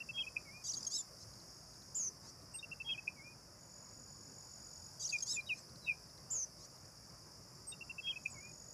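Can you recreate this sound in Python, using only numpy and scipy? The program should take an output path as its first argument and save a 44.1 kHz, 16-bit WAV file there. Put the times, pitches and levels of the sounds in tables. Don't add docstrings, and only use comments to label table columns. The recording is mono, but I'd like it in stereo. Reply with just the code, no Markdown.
import sys
import numpy as np
from scipy import signal
from scipy.fft import rfft, irfft
from scipy.io import wavfile
from scipy.ndimage import uniform_filter1d

SR = 44100
rng = np.random.default_rng(int(sys.argv[2]) if len(sys.argv) > 2 else 0)


def how_loud(loudness_db):
    steps = np.asarray(loudness_db, float) / 20
    return 10 ** steps


def generate_wav(sig):
    pcm = np.round(np.clip(np.atleast_2d(sig).T, -1, 1) * 32767).astype(np.int16)
    wavfile.write(sys.argv[1], SR, pcm)


N = 384993


def read(points, hz):
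    f, value = np.transpose(points)
    return np.interp(np.log(hz + 1), np.log(f + 1), value)


def evened(x):
    return x / np.sqrt(np.mean(x ** 2) + 1e-20)


def wander(length, size):
    smooth = uniform_filter1d(rng.standard_normal(length), size)
    return evened(uniform_filter1d(smooth, size))


def turns(hz):
    return 2 * np.pi * np.cumsum(hz) / SR


def span(length):
    return np.linspace(0, length, num=160)


def table(start, t, *values):
    return np.column_stack(np.broadcast_arrays(start + t, *values))


def columns(rows):
    s, *values = np.transpose(rows)
    t = np.arange(s[0], s[-1], 1 / SR)
    to_edge = np.minimum(t - s[0], s[-1] - t)
    fade = np.sin(np.pi / 2 * np.clip(to_edge / .004, 0, 1)) ** 2
    values[-1] = how_loud(values[-1])
    *pitches, gain = (uniform_filter1d(np.interp(t, s, v), size=61) for v in values)
    return *pitches, gain * fade


def add(mix, s, sound, pan_db):
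    left = 1 / (1 + how_loud(-pan_db))
    part = mix[:, round(s * SR):][:, :len(sound)]
    part += 2 * np.outer([left, 1 - left], sound[:part.shape[1]])


def sing(voice, notes, pan_db):
    return [(rows[0][0], voice(rows), pan_db) for rows in notes]


def phrase(notes, again):
    once, out = np.zeros((2, N)), np.zeros((2, N))
    for s, sound, pan_db in notes:
        add(once, s, sound, pan_db)
    for later in again:
        shift = round(later * SR)
        out[:, max(shift, 0):N + min(shift, 0)] += once[:, max(-shift, 0):N - max(shift, 0)]
    return out


def noise(spectrum, size, patchy_db, swell_db):
    # f/Hz, coherence
    likeness = [(60, 0.92), (120, 0.94), (240, 0.87), (480, 0.38), (950, 0.35), (1890, 0.77), (3770, 0.91),
                (7520, 0.6), (15000, 0.18)]
    # f/Hz, left minus right level/dB
    balance = [(60, -0.5), (150, 1), (380, 0.5), (950, 2.5), (2380, 3), (5980, 0), (15000, -1)]
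    frames, hz = 4 * N // size + 5, np.fft.rfftfreq(size, 1 / SR)
    a, b, c, d, patches = rng.standard_normal((frames, len(hz), 5)).T
    patches = evened(uniform_filter1d(uniform_filter1d(patches, 8, axis=0), 8, axis=1))
    same = np.clip(read(likeness, hz), -1, 1)[:, None]
    left, other = a + 1j * b, c + 1j * d
    z = np.array([left, same * left + np.sqrt(1 - same ** 2) * other])
    z *= how_loud(read(spectrum, hz)[:, None] + patchy_db * patches + swell_db * wander(frames, size=3))
    z *= how_loud(np.outer([.5, -.5], read(balance, hz)))[:, :, None]
    return evened(signal.istft(z, nperseg=size, noverlap=3 * size // 4)[1][:, :N])


def insect_drone():
    # f/Hz, relative level/dB
    massed = [(2350, -33.5), (4000, -26), (4350, -27), (4610, -4), (5020, 1), (5460, 0.5), (5650, -2),
              (6220, -9.5), (7290, -12.5), (8540, -19.5), (9240, -13), (10200, -13.5), (11900, -20),
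              (14500, -25), (15500, -28)]
    # t/s, rms level/dB
    course = [(0, -59), (1.2, -58), (2.5, -60), (3.7, -61), (5.0, -57.5), (5.6, -58.5), (6.801, -59.5),
              (8.73, -60)]
    gain = how_loud(np.interp(np.arange(N) / SR, *np.transpose(course)))
    return gain * noise(massed, size=256, patchy_db=1.0, swell_db=0.07)


def traffic_and_air():
    # f/Hz, relative level/dB
    rumble = [(15, -50), (25, -13.5), (64, -5.5), (130, 1.5), (301, -9.5), (349, -7.5), (433, -10.5),
              (584, -7.5), (806, -13), (977, -10.5), (1260, -14), (1410, -15.5), (2790, -28.5),
              (3540, -51.5), (4200, -46), (5460, -57), (9240, -120)]
    return how_loud(-60.5) * noise(rumble, size=2048, patchy_db=1.67, swell_db=0.85)


def hum():
    # f/Hz, width at half amplitude/Hz, rms level/dB
    engines = [(57, 9.9, -75), (119.5, 51, -73.5)]
    hz = np.fft.rfftfreq(N, 1 / SR)
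    out = 0
    for f, width, db in engines:
        resonance = 1 / (1 + (2 * (hz - f) / width) ** 2)
        out = out + how_loud(db) * evened(irfft(rfft(rng.standard_normal(N)) * resonance, N))
    return out


def trill(start, end, swell, db, last_db):
    swell_db, tail_db, tail_s = -15, -9, .12
    return [(start, db + swell_db), (start + .7 * swell, db + .7 * swell_db), (start + swell, db),
            (end, last_db), (end + .02, last_db + tail_db), (end + tail_s, last_db + tail_db)]


def crickets():
    # t/s of one mid stroke, strokes per s, f/Hz, fall per stroke period/Hz, pan/dB left minus right
    strokes = [(.0211, 42.9, 7120, 200, 4), (1.2525, 47.45, 6650, 250, 0), (2.6171, 41.35, 6750, 250, 0),
               (3.6131, 46.7, 6830, 420, 0), (4.3201, 45.7, 6830, 680, 0), (6.7132, 41.6, 6750, 250, 0),
               (7.323, 43.05, 7120, 200, 4), (8.2176, 46.85, 6780, 700, 0)]
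    # start t/s, end t/s, swell/s, level/dB after the swell, last level/dB
    envelopes = [(0, .43, .01, -73, -72.5), (1.2, 1.93, .1, -68, -67), (2.6, 3.35, .01, -75, -75),
                 (3.42, 4.31, .21, -62, -60.5), (4.31, 4.875, .01, -59.5, -59), (6.65, 7.7, .01, -71, -80),
                 (7.1, 8.15, .4, -72, -72), (8.1, 8.73, .15, -60.5, -58.5)]
    out = np.zeros((2, N))
    for (first, rate, hz, fall_hz, pan_db), row in zip(strokes, envelopes):
        rows = trill(*row)
        start = rows[0][0]
        gain, = columns(rows)
        t = start + np.arange(len(gain)) / SR
        place = ((t - first) * rate + .5) % 1 - .5
        stroke = np.exp(-(place / .21) ** 2) * how_loud(1.6 * wander(len(gain), size=300))
        pitch = hz - fall_hz * place + 30 * wander(len(gain), size=200)
        add(out, start, gain * evened(stroke * np.sin(turns(pitch))), pan_db)
    return out


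def whistle(rows):
    hz, gain = columns(rows)
    third = how_loud(-24) * (hz.mean() > 8200) * np.sin(3 * turns(hz) / 2)
    return gain * np.sqrt(2) * (np.sin(turns(hz)) + third)


def chip(s, db, hz, dip_db):
    length_s, arch_hz, edge_db, dip_s = .027, 170, -18, .004
    t = span(length_s) - length_s / 2
    u = 2 * t / length_s
    return table(s, t, hz - arch_hz * u ** 2, db + edge_db * u ** 4 + dip_db * np.exp(-(t / dip_s) ** 2))


def long_whistle(start, end, db, hz):
    swell_s, drop_hz_per_s, fade_db_per_s, tail_s = .03, 28000, 900, .013
    t = span(end - start + tail_s)
    after = np.maximum(t - (end - start), 0)
    return table(start, t, hz - drop_hz_per_s * after, db - 30 * np.exp(-t / swell_s) - fade_db_per_s * after)


def peep(start, length, db, from_hz, to_hz):
    t = span(length)
    pitch = from_hz + (to_hz - from_hz) * np.sin(np.pi / 2 * t / length)
    return table(start, t, pitch, db - 20 * (2 * t / length - 1) ** 2)


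def pip(db, hz):
    width_s, gap_s = .0026, .0058
    t = np.arange(0, .05, 1 / SR) - .015
    levels_db = [-18, 0] + [-9 - 10 * np.sqrt(k) for k in range(4)]
    bells = 0
    for k, level in enumerate(levels_db):
        bells = bells + (-1) ** k * how_loud(level) * np.exp(-((t - (k - 1) * gap_s) / width_s) ** 2)
    return how_loud(db) * bells * np.sin(2 * np.pi * hz * t)


def chipping_bird():
    # middle t/s, level/dB, top f/Hz, dip in the middle/dB
    chips = [(2.553, -52, 2790, -6), (2.639, -45.5, 2760, -6), (2.726, -44, 2740, -1.5),
             (2.812, -43, 2690, 0), (2.901, -44, 2640, 0), (2.988, -45.5, 2590, 0)]
    # start t/s, length/s, level/dB, from f/Hz, to f/Hz
    slides = [(2.936, .03, -50, 2680, 2400)]
    # t/s, f/Hz, level/dB
    slur = [(3.16, 2290, -70), (3.18, 2250, -64), (3.202, 2150, -57), (3.222, 2210, -62),
            (3.236, 2340, -69), (3.258, 2402, -58), (3.274, 2420, -56), (3.306, 2485, -66),
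            (3.326, 2455, -63), (3.338, 2420, -72)]
    # start t/s, break t/s, level/dB, f/Hz
    long_note = (2.843, 2.929, -35.5, 3260)
    # peak t/s, peak level/dB, f/Hz
    pip_note = (3.0805, -27.5, 2495)
    chip_shifts = [-2.7115, 0, 5.1809]
    notes = sing(whistle, [chip(*r) for r in chips] + [peep(*r) for r in slides] + [slur], pan_db=36)
    notes += sing(whistle, [long_whistle(*long_note)], pan_db=6)
    notes += [(pip_note[0] - .015, pip(*pip_note[1:]), 3.5)]
    return phrase(notes, chip_shifts)


def syrinx(low_hz, high_hz, gain, low_step_db, high_step_db, breath_db, jitter_hz):
    # f/Hz, relative level/dB
    tract = [(2500, -35), (3400, -25.5), (4000, -14.5), (4800, -1), (6500, 4), (7600, -6.5), (8600, -26.5),
             (10500, -17), (12000, -31), (13500, -44)]
    low_hz = low_hz + jitter_hz * wander(len(gain), size=20)
    high_hz = high_hz + jitter_hz * wander(len(gain), size=20)
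    sound, power = 0, 1e-12
    for i in range(-2, 5):
        for j in range(-2, 4):
            hz = i * low_hz + j * high_hz
            line_db = low_step_db * abs(i) + high_step_db * abs(j) + read(tract, np.maximum(hz, 1))
            line = how_loud(line_db) * (hz > 1500)
            sound = sound + line * np.cos(turns(hz))
            power = power + line ** 2 / 2
    bins_hz = np.fft.rfftfreq(len(gain), 1 / SR)
    colour = how_loud(0.71 * read(tract, bins_hz)) * (bins_hz > 2800)
    breath = irfft(rfft(rng.standard_normal(len(gain))) * colour, len(gain))
    return gain * (sound / np.sqrt(power) + how_loud(breath_db) * evened(breath))


def duet(rows):
    return syrinx(*columns(rows), low_step_db=-3.5, high_step_db=-4.5, breath_db=-12, jitter_hz=17)


def solo(rows):
    hz, gain = columns(rows)
    return syrinx(hz, hz, gain, low_step_db=-2.5, high_step_db=-90, breath_db=-12, jitter_hz=25)


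def warble(start, length, db, hz):
    sink_hz_per_s, swing_hz, period_s, top_s, loud_s = 15400, 390, .035, .0075, .031
    t = span(length)
    pitch = hz - sink_hz_per_s * t + swing_hz * np.cos(2 * np.pi * (t - top_s) / period_s)
    slope_db_per_s = np.where(t < loud_s, 380, 266)
    return table(start, t, pitch, db - slope_db_per_s * abs(t - loud_s))


def glide(start, length, db, from_hz, to_hz):
    return [(start, from_hz, db), (start + length, to_hz, db - 3)]


def blurred_duet(rows):
    return syrinx(*columns(rows), low_step_db=-3, high_step_db=-3.5, breath_db=-6, jitter_hz=55)


def flick(s, db, hz):
    down_s, up_s, hz_per_s = .006, .005, 80000
    return [(s - down_s, hz + hz_per_s * down_s, db - 4), (s, hz, db), (s + up_s, hz + hz_per_s * up_s, db - 4)]


def tick(db, hz):
    t = np.arange(0, .014, 1 / SR)
    pitch = hz - 120000 * (t - .003) + 250 * wander(len(t), size=12)
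    return how_loud(db) * np.exp(-((t - .007) / .0028) ** 2) * np.sin(turns(pitch))


def buzz_line(start, length, db, top_hz, end_hz):
    scoop_hz, scoop_s, sag_s, step_hz, step_s, rise_s = 3400, .007, .056, 100, .0285, .005
    t = span(length)
    pitch = end_hz + (top_hz - end_hz) * np.exp(-t / sag_s)
    pitch = pitch - scoop_hz * np.exp(-t / scoop_s)
    pitch = pitch + step_hz * np.cos(2 * np.pi * (length - t) / step_s)
    return table(start, t, pitch, db - 24 * np.exp(-t / rise_s) - 8 * np.exp((t - length) / rise_s))


def buzz(line):
    hz, gain = columns(buzz_line(*line))
    shake = turns(175 + 25 * wander(len(hz), size=150))
    flutter = how_loud(4.3 * np.cos(2 * shake) + 1.7 * wander(len(hz), size=40))
    high = turns(hz + 230 * np.sin(shake) + 40 * wander(len(hz), size=20))
    low = turns(4050 + 150 * wander(len(hz), size=20))
    lines = np.cos(high) + how_loud(-27.5) * np.cos(high + low)
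    lines += how_loud(-35) * np.cos(high - low) + how_loud(-40) * np.cos(2 * high)
    return np.sqrt(2) * gain * flutter * lines


def twitterer():
    # t/s, low side f/Hz, high side f/Hz, level/dB
    near_duets = [
        [(0.637, 3380, 4720, -52), (0.652, 3320, 4715, -45), (0.666, 3250, 4650, -44), (0.675, 3800, 4950, -48),
         (0.69, 3500, 4800, -54)],
        [(0.9, 3150, 3910, -56), (0.915, 3370, 4420, -45.5), (0.95, 3860, 5220, -38), (0.968, 3900, 5364, -38),
         (0.973, 3910, 5290, -45)],
    ]
    # t/s, low side f/Hz, high side f/Hz, level/dB
    far_duets = [
        [(1.15, 3380, 4390, -89), (1.2, 3900, 5300, -63.5), (1.24, 4320, 5210, -56)],
        [(2.225, 3590, 4500, -69), (2.26, 3900, 5100, -60), (2.28, 4480, 5560, -59), (2.305, 4540, 5960, -55)],
    ]
    # start t/s, length/s, level/dB, starting centre f/Hz
    warble_note = (.667, .063, -38.5, 3560)
    # t/s, f/Hz, level/dB
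    swoop = [(.731, 2400, -43), (.736, 3550, -47), (.739, 4720, -42), (.744, 4820, -38), (.749, 4540, -46),
             (.752, 3410, -46), (.758, 2870, -52), (.762, 3160, -48), (.766, 3950, -48)]
    # start t/s, length/s, starting level/dB, from f/Hz, to f/Hz
    glides = [(.766, .023, -41, 3310, 3250), (.804, .01, -47, 2460, 3300), (.865, .019, -35, 3245, 3225),
              (.968, .019, -41, 3940, 3790), (.983, .034, -40.5, 3680, 3450)]
    # t/s, low f/Hz, high f/Hz, level/dB
    rasp = [(.788, 3400, 4700, -56), (.825, 3700, 4900, -57), (.864, 3300, 4500, -56)]
    # lowest point t/s, level/dB, lowest f/Hz
    flicks = [(.832, -43, 2350), (.852, -43, 2450)]
    # peak t/s, peak level/dB, f/Hz 4 ms before the peak
    ticks = [(1.338, -61, 4800), (1.403, -55, 4880), (1.742, -66, 4600), (1.822, -60.5, 4600),
             (2.42, -67, 4570)]
    # start t/s, length/s, level/dB before the flutter, sag from f/Hz, sag to f/Hz
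    buzz_note = (1.943, .152, -41, 8150, 5870)
    twitter_shifts = [0, 4.3567]
    near_pan_db = 3.5
    solos = [warble(*warble_note), swoop] + [glide(*r) for r in glides] + [flick(*r) for r in flicks]
    notes = sing(solo, solos, near_pan_db) + sing(duet, near_duets, near_pan_db)
    notes += sing(blurred_duet, [rasp], near_pan_db) + sing(blurred_duet, far_duets, pan_db=.4)
    notes += [(buzz_note[0], buzz(buzz_note), -3)]
    notes += [(s - .007, tick(db, hz), 0) for s, db, hz in ticks]
    return phrase(notes, twitter_shifts)


def seeping_bird():
    # t/s, f/Hz, level/dB
    seep = [(2.535, 8200, -68), (2.555, 8320, -45), (2.572, 8580, -49), (2.592, 8100, -51)]
    # start t/s, length/s, level/dB, from f/Hz, to f/Hz
    companion = (2.585, .021, -48, 3740, 3700)
    seep_shifts = [0, 5.1309]
    notes = sing(whistle, [seep], pan_db=.4) + sing(whistle, [peep(*companion)], pan_db=36)
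    return phrase(notes, seep_shifts)


def fall(start, length, db, hz):
    to_hz, hold_s, settle_s, rise_s, stop_s = 2360, .007, .018, .008, .006
    t = span(length)
    edges = np.exp(-(t / rise_s) ** 2) + np.exp(-((t - length) / stop_s) ** 2)
    pitch = to_hz + (hz - to_hz) * np.exp(-np.maximum(t - hold_s, 0) / settle_s)
    return table(start, t, pitch, db - 22 * edges - 7 * (1.8 * t / length - 1) ** 2)


def thin(start, db, hz):
    length_s, tip_s, drop_hz = .04, .012, 1600
    t = span(length_s)
    pitch = hz - drop_hz * np.clip((t - tip_s) / (length_s - tip_s), 0, 1) ** 1.4
    return table(start, t, pitch, db - 12 * (t / length_s * 1.6 - 1) ** 2)


def pair(length, db):
    from_hz, to_hz, settle_s, top_s, wide_s = 2750, 2290, .04, .041, .017
    join_s, join_stop_s, join_share, beats, beat_s = .021, .058, .85, 2.28, .0095
    t = np.arange(0, length, 1 / SR)
    first = turns(to_hz + (from_hz - to_hz) * np.exp(-t / settle_s))
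    ahead = 2 * np.pi * beats * np.log(1 + np.maximum(t - join_s, -beat_s / 2) / beat_s)
    enter = np.clip((t - join_s) / beat_s + .6, 0, 1)
    leave = np.clip((join_stop_s - t) / .02, 0, 1) ** .5
    second = join_share * enter * leave * np.sin(first + ahead)
    bell = np.exp(-((t - top_s) / wide_s) ** 2 / 2)
    gain = how_loud(db) * bell * np.clip(np.minimum(t, length - t) / .006, 0, 1)
    return np.sqrt(2) * gain * (np.sin(first) - second)


def falling_calls():
    # start t/s, length/s, level/dB before shaping, from f/Hz, pan/dB
    falls = [(5.118, .058, -36.5, 2670, 9.5), (5.357, .055, -40, 2620, 12.4), (5.484, .06, -36.5, 3080, 16)]
    # start t/s, length/s, level/dB, from f/Hz, to f/Hz
    peeps = [(5.402, .018, -57, 4030, 4060), (5.462, .03, -50, 3830, 3800), (5.495, .04, -63, 3840, 3830),
             (5.812, .035, -66, 4090, 4020), (5.84, .02, -53, 4040, 3900), (5.852, .036, -56, 3780, 3790)]
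    # start t/s, level/dB, top f/Hz
    thins = [(5.576, -62, 8250), (8.298, -54, 8000)]
    # start t/s, length/s, first voice's top level/dB, pan/dB
    last_call = (5.859, .078, -35.3, 14.4)
    notes = [(r[0], whistle(fall(*r[:4])), r[4]) for r in falls]
    notes += sing(whistle, [peep(*r) for r in peeps], pan_db=3.7)
    notes += sing(whistle, [thin(*r) for r in thins], pan_db=.4)
    notes += [(last_call[0], pair(*last_call[1:3]), last_call[3])]
    return phrase(notes, [0])


def surroundings(x, t60):
    taps, at = np.zeros((2, SR // 3)), np.arange(150, SR // 3 - 20, 20)
    for channel in taps:
        signs = rng.choice([-1., 1.], len(at))
        channel[at + rng.integers(0, 20, len(at))] = signs * how_loud(-60 * at / SR / t60)
    return signal.oaconvolve(x, taps / np.linalg.norm(taps[0]), axes=1)[:, :N]


def scene():
    trills, twitter = crickets(), twitterer()
    whistles = chipping_bird() + seeping_bird() + falling_calls()
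    echoes = surroundings(how_loud(-12.5) * twitter + how_loud(-7.5) * trills, t60=.15)
    echoes += how_loud(-20.5) * surroundings(whistles, t60=.2)
    return twitter + whistles + trills + echoes + insect_drone() + traffic_and_air() + hum()


def low_pass(x):
    return signal.sosfilt(signal.butter(12, 15610, fs=SR, output="sos"), x)


def record(dry):
    low_cut = signal.butter(3, 42, "high", fs=SR, output="sos")
    cut = signal.sosfilt(low_cut, dry)
    limited = signal.oaconvolve(cut, signal.firwin(255, 15450, fs=SR)[None], "same")
    return low_pass(limited)


dry = scene()
out = record(dry)
generate_wav(out)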